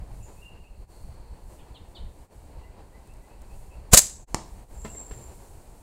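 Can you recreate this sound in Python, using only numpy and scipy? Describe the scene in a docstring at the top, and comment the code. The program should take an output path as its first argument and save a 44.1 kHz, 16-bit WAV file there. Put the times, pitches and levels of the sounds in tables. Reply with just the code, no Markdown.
"""A low rumble, a breeze in the leaves and small birds are heard first, with a faint rasp of insects.
Then a slingshot fires close to the microphone: its rubber bands rush past, slap the fork and whip back.
They shove air at the microphone; the shot cracks on a far target, the trees answer and the frame knocks.
Wind, rubber and insects are coloured noise; birds and wood are sine waves, the wood with a noisy click;
the target is a filtered click with a noisy tail; the trees smear sounds into an uneven, fading tail."""
import sys
import numpy as np
from scipy import signal
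from scipy.fft import rfft, irfft, next_fast_len
from scipy.io import wavfile
from scipy.ndimage import map_coordinates

SR = 44100
rng = np.random.default_rng(int(sys.argv[2]) if len(sys.argv) > 2 else 0)


def digitize_waveform(pressure):
    """Quantize a signal to 16-bit integers and store it at the path in sys.argv[1].

    Rows of a 2-D input are taken as channels; values are limited to [-1, 1].
    """
    field = np.atleast_2d(pressure).T
    bounded = np.clip(field, -1, 1)
    quanta = np.round(bounded * 32767).astype(np.int16)
    wavfile.write(sys.argv[1], SR, quanta)


N = 256662
T = np.arange(N) / SR  # time of every sample, s


def amp(db):
    """Turn decibels into a gain."""
    return 10 ** (np.asarray(db) / 20)


def unit(x):
    """Scale a sound to an rms of 1."""
    return x / np.sqrt(np.mean(x ** 2) + 1e-20)


def fade(t, t60):
    """A decay that loses 60 dB every t60 seconds and stays at 1 before t = 0."""
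    return amp(-60 * np.maximum(t, 0) / t60)


def along(points, hz):
    """Read a curve of (f/Hz, value) points on a logarithmic frequency axis."""
    f, v = np.transpose(points)
    return np.interp(np.log(hz + 1), np.log(f + 1), v)


def wobble(rate):
    """A smooth random curve with rate random points a second."""
    points = rng.standard_normal(int(N * rate / SR) + 4)
    return map_coordinates(points, [T * rate])


def bumps(rows):
    """Add up bell-shaped swells given as (t/s, half width/s, height)."""
    return sum(height * np.exp(-((T - s) / width) ** 2) for s, width, height in rows)


def filtered(x, response):
    """Filter a sound by multiplying its spectrum by a gain that depends on frequency."""
    size = next_fast_len(N + SR // 4)
    spectrum = rfft(x, size) * response(np.fft.rfftfreq(size, 1 / SR))
    return irfft(spectrum, size)[:N]


def noise(spectrum):
    """Random noise coloured by a (f/Hz, level/dB) curve, with an rms of 1."""
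    white = rng.standard_normal(N)
    return unit(filtered(white, lambda hz: amp(along(spectrum, hz))))


def impulse(spectrum, size=4096):
    """A click of energy 1 with this spectrum, packed as early as possible (minimum phase)."""
    cepstrum = irfft(np.log(amp(along(spectrum, np.fft.rfftfreq(size, 1 / SR)))))
    # folding the second half onto the first removes any sound before the click
    cepstrum[1:size // 2] *= 2
    cepstrum[size // 2 + 1:] = 0
    click = irfft(np.exp(rfft(cepstrum)))
    return click / np.linalg.norm(click)


def note(s, length, hz, glide, quaver, tremble):
    """A gliding, quavering sine of rms 1 with its progress from 0 to 1; silent outside the note."""
    progress = np.clip((T - s) / length, 0, 1)
    on = (progress > 0) & (progress < 1)
    pitch = hz * glide ** progress[on] * (1 + quaver * tremble[on])
    tone = np.zeros(N)
    tone[on] = np.sqrt(2) * np.sin(2 * np.pi * np.cumsum(pitch) / SR)
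    return tone, progress


# how long sound lingers among the trees, before stretching: (f/Hz, t60/s)
TREE_DECAYS = [(100, 0.83), (700, 0.49), (2000, 0.41), (7000, 0.47), (11000, 0.37), (15000, 0.2)]


def woods(x, stretch, lumpy_db):
    """Trunks and foliage scatter sound into an uneven tail; most of its treble dies sooner than its bass."""
    hz, t, z = signal.stft(rng.standard_normal(SR), SR, nperseg=256)
    decay = fade(t, stretch * along(TREE_DECAYS, hz)[:, None])
    tail = signal.istft(z * decay, SR, nperseg=256)[1][:SR]
    tail = tail * amp(lumpy_db * wobble(270)[:SR])
    tail = tail * (1 - fade(T[:SR], 0.015))  # the scatter builds up gradually
    return signal.fftconvolve(x, tail / np.linalg.norm(tail))[:N]


# strength of the breeze: (t/s, level/dB)
WIND = [(.15, 1.5), (.7, -1), (1.8, 1), (2.7, 0), (3.8, -0.5), (4.55, .5), (5.15, 4), (5.8, -1)]
# eddies hit the microphone: (t/s, half width/s, rise of the rumble level/dB)
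EDDIES = [(.15, 0.13, 6), (.5, 0.037, 7), (1.1, 0.17, 2.5), (4.78, 0.064, 3), (5.15, 0.039, 7)]
# gusts stir the leaves: (t/s, half width/s, rise of the hiss level/dB)
GUSTS = [(.28, 0.17, 6), (.98, .14, 7), (1.54, 0.064, 6.5), (2.25, 0.22, 2.5), (3.2, .22, 1.5),
         (3.6, 0.11, 7), (5.2, 0.99, 8.5)]
# colour of the rumble at the microphone: (f/Hz, relative level/dB per Hz)
RUMBLE_COLOUR = [(8.8, -34), (15, 2), (32, -0.5), (55, 0.5), (97, -11), (124, -11), (146, -19), (200, -20),
                 (260, -45.5), (440, -120)]
# colour of the distant rush: (f/Hz, relative level/dB per Hz)
RUSH_COLOUR = [(100, -4), (180, 0), (350, 1), (650, -1.5), (950, -2.5), (1250, -13.5), (2000, -16.5),
               (2600, -17.5), (3500, -25.5), (4400, -18.5), (5300, -28.5), (12000, -46)]
# colour of the leaves, also used by the ticks: (f/Hz, relative level/dB per Hz)
LEAF_COLOUR = [(2000, -15), (5500, -6), (6500, -2), (7500, 2), (9000, 2.5), (10500, -4), (13000, -5),
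               (15800, -9)]
RUMBLE_DB, RUSH_DB, HISS_DB = -44.5, -55.5, -69  # each layer at a strength of 0 dB, before its swells
RUMBLE_GROWS, RUSH_GROWS, HISS_GROWS = 0.32, 0.69, 0.6  # dB per dB of strength


def breeze():
    """One wind drives a lumpy rumble at the microphone, a distant rush and the gusty hiss of leaves."""
    wind_db = np.interp(T, *np.transpose(WIND))
    lumpy = unit(noise(RUMBLE_COLOUR) * amp(4.0 * wobble(24)))
    rumble = amp(RUMBLE_DB + RUMBLE_GROWS * wind_db + bumps(EDDIES)) * lumpy
    rush_db = RUSH_DB + RUSH_GROWS * wind_db + 1.6 * wobble(25)
    rush = amp(rush_db) * noise(RUSH_COLOUR)
    hiss_db = HISS_DB + HISS_GROWS * wind_db + bumps(GUSTS) + 0.9 * wobble(11)
    hiss = amp(hiss_db) * noise(LEAF_COLOUR)
    return rumble + rush + hiss


INSECT_HZ, INSECT_WIDTH_HZ, INSECT_DB = 4370, 320, -73  # pitch, half width, level at the top of the swell
INSECT_TOP_S, INSECT_SWELL_S = 1.07, 0.44  # middle of the swell, its half width


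def insects():
    """A narrow band of noise makes a faint, trembling rasp that swells and sinks."""
    white = rng.standard_normal(N)
    rasp = unit(filtered(white, lambda hz: np.exp(-((hz - INSECT_HZ) / INSECT_WIDTH_HZ) ** 2)))
    swell = bumps([(INSECT_TOP_S, INSECT_SWELL_S, amp(INSECT_DB))])
    return swell * amp(2 * wobble(29.5)) * rasp


# faint dry ticks in the leaves: (t/s, level/dB)
TICKS = [(3.074, -58), (3.137, -55), (3.168, -60), (3.418, -52.5)]
TICK_T60_S = 0.025


def ticks():
    """Each tick is a short burst of noise with the colour of the leaves."""
    bursts = sum(amp(db) * (T > s) * fade(T - s, TICK_T60_S) for s, db in TICKS)
    return bursts * noise(LEAF_COLOUR)


# a far bird's rising notes: (t/s, start pitch f/Hz, relative level/dB)
WARBLE = [(0.201, 2560, -63.5), (.36, 2460, -63), (.635, 2547, -58.5), (2.61, 2680, -67), (2.63, 1940, -63),
          (2.925, 1930, -63), (3.08, 2560, -65), (3.21, 1920, -66), (3.29, 2500, -65), (3.495, 2510, -63),
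          (3.704, 2540, -59), (4.865, 2590, -58.5)]
# a near bird's falling chips in two voices: (t/s, start pitch of the lower voice f/Hz, relative level/dB)
CHIPS = [(1.585, 3100, -61), (1.744, 3600, -52.5), (1.949, 3786, -48)]
# whistles that fade: (t/s, length/s, start pitch f/Hz, end over start pitch, relative level/dB, quaver/share)
PIPES = [(.223, .15, 6950, 1.05, -48, 0.03), (0.415, .45, 2784, .98, -47, 0.015)]
WARBLE_S, WARBLE_RISE, WARBLE_QUAVER = 0.057, 1.08, 0.024  # length, end over start pitch, share of pitch
CHIP_S, CHIP_FALL, CHIP_QUAVER = 0.0312, 0.77, 0.038  # the same for the chips
UPPER_RATIO, UPPER_S, UPPER_DB = 1.22, 0.046, -2.5  # upper voice: pitch ratio, length, level next to the lower
PIPE_ATTACK_S, PIPE_FADE_DB = 0.071, -33.5  # rise time, loss over the whole note


def birds():
    """Gliding sines make falling chips, a rising warble and fading whistles, blurred by the wood."""
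    song, tremble = np.zeros(N), wobble(490)
    short = [(s, WARBLE_S, hz, WARBLE_RISE, WARBLE_QUAVER, db) for s, hz, db in WARBLE]
    for s, hz, db in CHIPS:
        short.append((s, CHIP_S, hz, CHIP_FALL, CHIP_QUAVER, db))
        short.append((s, UPPER_S, hz * UPPER_RATIO, CHIP_FALL, CHIP_QUAVER, db + UPPER_DB))
    for s, length, hz, glide, quaver, db in short:
        tone, progress = note(s, length, hz, glide, quaver, tremble)
        song += amp(db) * np.sqrt(np.abs(np.sin(np.pi * progress))) * tone
    for s, length, hz, glide, db, quaver in PIPES:
        tone, progress = note(s, length, hz, glide, quaver, tremble)
        song += amp(db + PIPE_FADE_DB * progress) * (1 - fade(T - s, PIPE_ATTACK_S)) * tone
    return amp(-3.5) * song + amp(-8.0) * woods(song, stretch=1.0, lumpy_db=2)


CALL_SPAN_S, CALL_TOP_S = (4.74, 5.3), 4.975  # start and end, top of the arch
CALL_DB, CALL_HZ = -46.5, 7480  # relative level and pitch at the top
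CALL_DROOP_DB, CALL_DROOP_HZ = -11.5, -220  # change half a call length away from the top
CALL_ROUGH, CALL_CLEAR, CALL_CLEARS_S = 0.036, 0.014, 4.95  # quaver before and after it clears (share of pitch)


def whistle(edge_s=0.11, clearing_s=0.021):
    """A thin, very high sine starts as a rough trill, clears near the top of its arch and sinks away."""
    start, end = CALL_SPAN_S
    arch = ((np.clip(T, start, end) - CALL_TOP_S) / ((end - start) / 2)) ** 2
    clearing = (CALL_CLEARS_S - clearing_s, CALL_CLEARS_S + clearing_s)
    quaver = np.interp(T, clearing, (CALL_ROUGH, CALL_CLEAR))
    pitch = (CALL_HZ + CALL_DROOP_HZ * arch) * (1 + quaver * wobble(500))
    tone = np.sin(2 * np.pi * np.cumsum(pitch) / SR)
    edges = (1 - fade(T - start, edge_s)) * (1 - fade(end - T, edge_s))
    call = amp(CALL_DB + CALL_DROOP_DB * arch) * edges * unit(tone * amp(4.9 * wobble(120)))
    return amp(-5.0) * call + amp(-5) * woods(call, stretch=1.0, lumpy_db=1)


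# what is left of the echo's tone: (f/Hz, level/dB)
ECHO_COLOUR = [(500, -27.0), (4500, -21.5), (7500, -17.5), (12000, -21)]


def echo(shot):
    """The trees scatter the shot; soft ground swallows the low mids of the echo, and the air its top."""
    return filtered(woods(shot, stretch=1.0, lumpy_db=4), lambda hz: amp(along(ECHO_COLOUR, hz)))


# colour of the crack on the target: (f/Hz, relative level/dB)
TARGET_COLOUR = [(60, 1), (200, -1.5), (950, -2), (1500, -21), (2000, -6), (3700, -22.5), (5400, -6.5),
                 (6500, -8.5), (9000, -11.5), (10300, -25), (11500, -21.5), (15000, -38)]
# colour of the target's rattling board: (f/Hz, relative level/dB per Hz)
BOARD_COLOUR = [(150, -18.5), (400, -10), (950, 0.5), (1250, -14), (2500, -22), (4000, -15.5), (8000, -32),
                (15000, -50)]
HIT_S = 4.3456  # the shot reaches the target


def target(ground_s=0.0007):
    """A far, hard crack bounces off the ground and scatters in the grass; board and trees answer."""
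    t = np.maximum(T - HIT_S, 0)
    paths = amp(-18) * fade(t, 0.014) * (t > 0) * rng.standard_normal(N)  # scatter from the grass
    paths[round(HIT_S * SR)] += amp(2.5)  # straight path
    paths[round((HIT_S + ground_s) * SR)] += amp(-12.5)  # bounce off the ground
    crack = signal.fftconvolve(paths, impulse(TARGET_COLOUR))[:N]
    rattle = amp(-43) * fade(t, 0.49) * (1 - fade(t, 0.043)) * noise(BOARD_COLOUR)
    return crack + rattle + amp(-13.0) * woods(crack, stretch=0.83, lumpy_db=0.5)


# the shot, then the hand, knock the wooden frame:
# (t/s, relative level/dB, click against ring level/dB, decay speed with 1 = free, tilt/dB per octave)
KNOCKS = [(3.934, -12.5, -20.5, 2, -8), (4.8483, -26, -6.5, 0.8, -1.5), (4.854, -34.5, -13, 1, 0.5),
          (4.949, -41, -9, 1.2, 3.5), (5.1106, -28, -10.5, 3, -0.5)]
# ringing tones of the frame: (f/Hz, level before the tilt/dB, t60 when free/s)
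FRAME_TONES = [(217.4, -5, 0.14), (292, -6, 0.036), (430, 2.5, .08), (640, -6, 0.077), (1003, -8, 0.059),
               (1800, -17, 0.092), (2080, -16, 0.077)]
# colour of the click: (f/Hz, relative level/dB per Hz)
CLICK_COLOUR = [(300, 7), (2000, -6.5), (5000, -14.0), (14000, -26)]


def frame():
    """Each knock makes the wooden frame ring in fading sines, with a noisy click on top."""
    out, t = np.zeros(N + SR), T[:SR // 2]
    pivot_hz = FRAME_TONES[1][0]  # the tilt leaves this tone alone
    for s, db, click_db, damping, tilt_db in KNOCKS:
        ring = 0
        for hz, level, t60 in FRAME_TONES:
            tone_db = level + tilt_db * np.log2(hz / pivot_hz) + rng.normal(0, 1)
            ring = ring + amp(tone_db) * fade(t * damping, t60) * np.sin(2 * np.pi * hz * t)
        click = amp(click_db) * fade(t, 0.18) * noise(CLICK_COLOUR)[:len(t)]
        knock = amp(db - 5) * (ring + click) * (1 - fade(t, 0.0033))
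        out[round(s * SR):][:len(t)] += knock
    return out[:N]


PUFF_S, PUFF_DB, WAKE_DB = 3.9358, -5, -3.5  # the bands pass; level of the swing and of the extra suction
PUFF_SWELL_S, PUFF_TURN_S = 0.034, 0.0011  # build-up, turn to suction
PUFF_T60_S, PUFF_HZ, WAKE_T60_S = 0.06, 33, 0.012  # settling and swing of the air, fade of the extra suction


def puff():
    """Pressure piles up ahead of the bands, suction follows them and the air swings back."""
    t = T - PUFF_S
    swing = fade(-t, PUFF_SWELL_S) * fade(t, PUFF_T60_S) * np.cos(2 * np.pi * PUFF_HZ * np.maximum(t, 0))
    wake = (t > 0) * fade(t, WAKE_T60_S)
    return -np.tanh(t / PUFF_TURN_S) * (amp(PUFF_DB) * swing + amp(WAKE_DB) * wake)


# the pouch hits the fork: (t/s, pressure, f/Hz, t60/s)
POUCH_HIT = (3.945, .36, 560, .035)


def pouch():
    """A quickly fading sine makes a hollow pop, soon damped by the rubber."""
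    s, pressure, hz, t60 = POUCH_HIT
    t = np.maximum(T - s, 0)
    return pressure * fade(t, t60) * np.sin(2 * np.pi * hz * t)


# the bands rush through the fork, then whip back: (t/s, relative level/dB, t60/s, share of dull body level/dB)
PASSES = [(3.9339, -3, 0.085, -2.5), (3.974, -0.5, 0.06, -13)]
# loose rubber slaps the fork: (t/s, relative level/dB)
SLAPS = [(3.9407, -3.5), (3.9465, -1), (3.981, -5), (3.9914, -6.5), (3.999, -17.5), (4.019, -21.5)]
# colour of the bright rubber crackle: (f/Hz, relative level/dB per Hz)
RUBBER_COLOUR = [(800, -30), (1800, -17.5), (3200, -16.5), (4200, -10.5), (5500, -10.5), (6600, -4),
                 (7500, 1), (8800, -8), (11500, -13), (15700, -21)]
# colour of the duller flap: (f/Hz, relative level/dB per Hz)
FLAP_COLOUR = [(60, -14.5), (200, -2.5), (380, -10.5), (550, -1), (900, -4), (1500, -7), (2500, -9),
               (5000, -11), (12000, -31)]
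RELEASE_S, RELEASE_RISE_S = 3.913, 0.03  # the pouch is let go; the bands gather speed
PASS_SWELL_S, PASS_HOLD_S = 0.011, 0.002  # a pass strikes up quickly and holds briefly
SWISH_DB, SWISH_SWELL_S = -14, 0.05  # the swish that leads it in: level next to the pass, swell
SLAP_SWELL_S, SLAP_T60_S, SLAP_BODY_DB = 0.004, 0.012, -9.5  # shared by all slaps
SLACK_S, SLACK_DB, SLACK_T60_S, SLACK_BODY_DB = 3.99, -31.5, 0.35, -9  # the slack bands flutter out


def bands():
    """Each pass and slap swells and dies as a bright crackle of rubber over a duller flap."""
    strokes = []  # (level over time, share of dull body in dB)
    for s, db in SLAPS:
        slap = amp(db) * fade(s - T, SLAP_SWELL_S) * fade(T - s, SLAP_T60_S)
        strokes.append((slap, SLAP_BODY_DB))
    for s, db, t60, body_db in PASSES:
        swish = amp(SWISH_DB) * fade(s - T, SWISH_SWELL_S)
        swell = np.maximum(fade(s - T, PASS_SWELL_S), swish)
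        strokes.append((amp(db) * swell * fade(T - s - PASS_HOLD_S, t60), body_db))
    slack = amp(SLACK_DB) * (T > SLACK_S) * fade(T - SLACK_S, SLACK_T60_S)
    strokes.append((slack, SLACK_BODY_DB))
    # overlapping strokes add as power
    bright = np.sqrt(sum(shape ** 2 for shape, body_db in strokes))
    dull = np.sqrt(sum((shape * amp(body_db)) ** 2 for shape, body_db in strokes))
    flutter = unit(amp(2.6 * wobble(1200))) * (1 - fade(T - RELEASE_S, RELEASE_RISE_S))
    return flutter * (bright * noise(RUBBER_COLOUR) + amp(-5.5) * dull * noise(FLAP_COLOUR))


def scene():
    """The yard, and the shot with its echo and its hit on the target."""
    yard = breeze() + insects() + ticks() + birds() + whistle()
    shot = bands() + pouch() + frame()
    return (yard + echo(shot) + target() + puff() + shot)[None]


# the level dips briefly: (t/s, half width/s, change of level/dB)
DIPS = [(.7, 0.17, -1.5), (.865, 0.024, -13), (2.285, 0.028, -12.5), (4.2, 0.072, -3), (4.261, 0.015, -37),
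        (4.67, 0.031, -8.5)]
TOP_HZ = 15830  # band limit


def record(dry, top=0.77, hardness=5):
    """The level dips now and then, loud peaks are squashed below top, and a steep filter cuts the treble."""
    x = dry[0] * amp(bumps(DIPS))
    x = x / (1 + np.abs(x / top) ** hardness) ** (1 / hardness)  # the snap overloads the input
    return filtered(x, lambda hz: 1 / (1 + (hz / TOP_HZ) ** 300))[None]


dry = scene()
out = record(dry)
digitize_waveform(out)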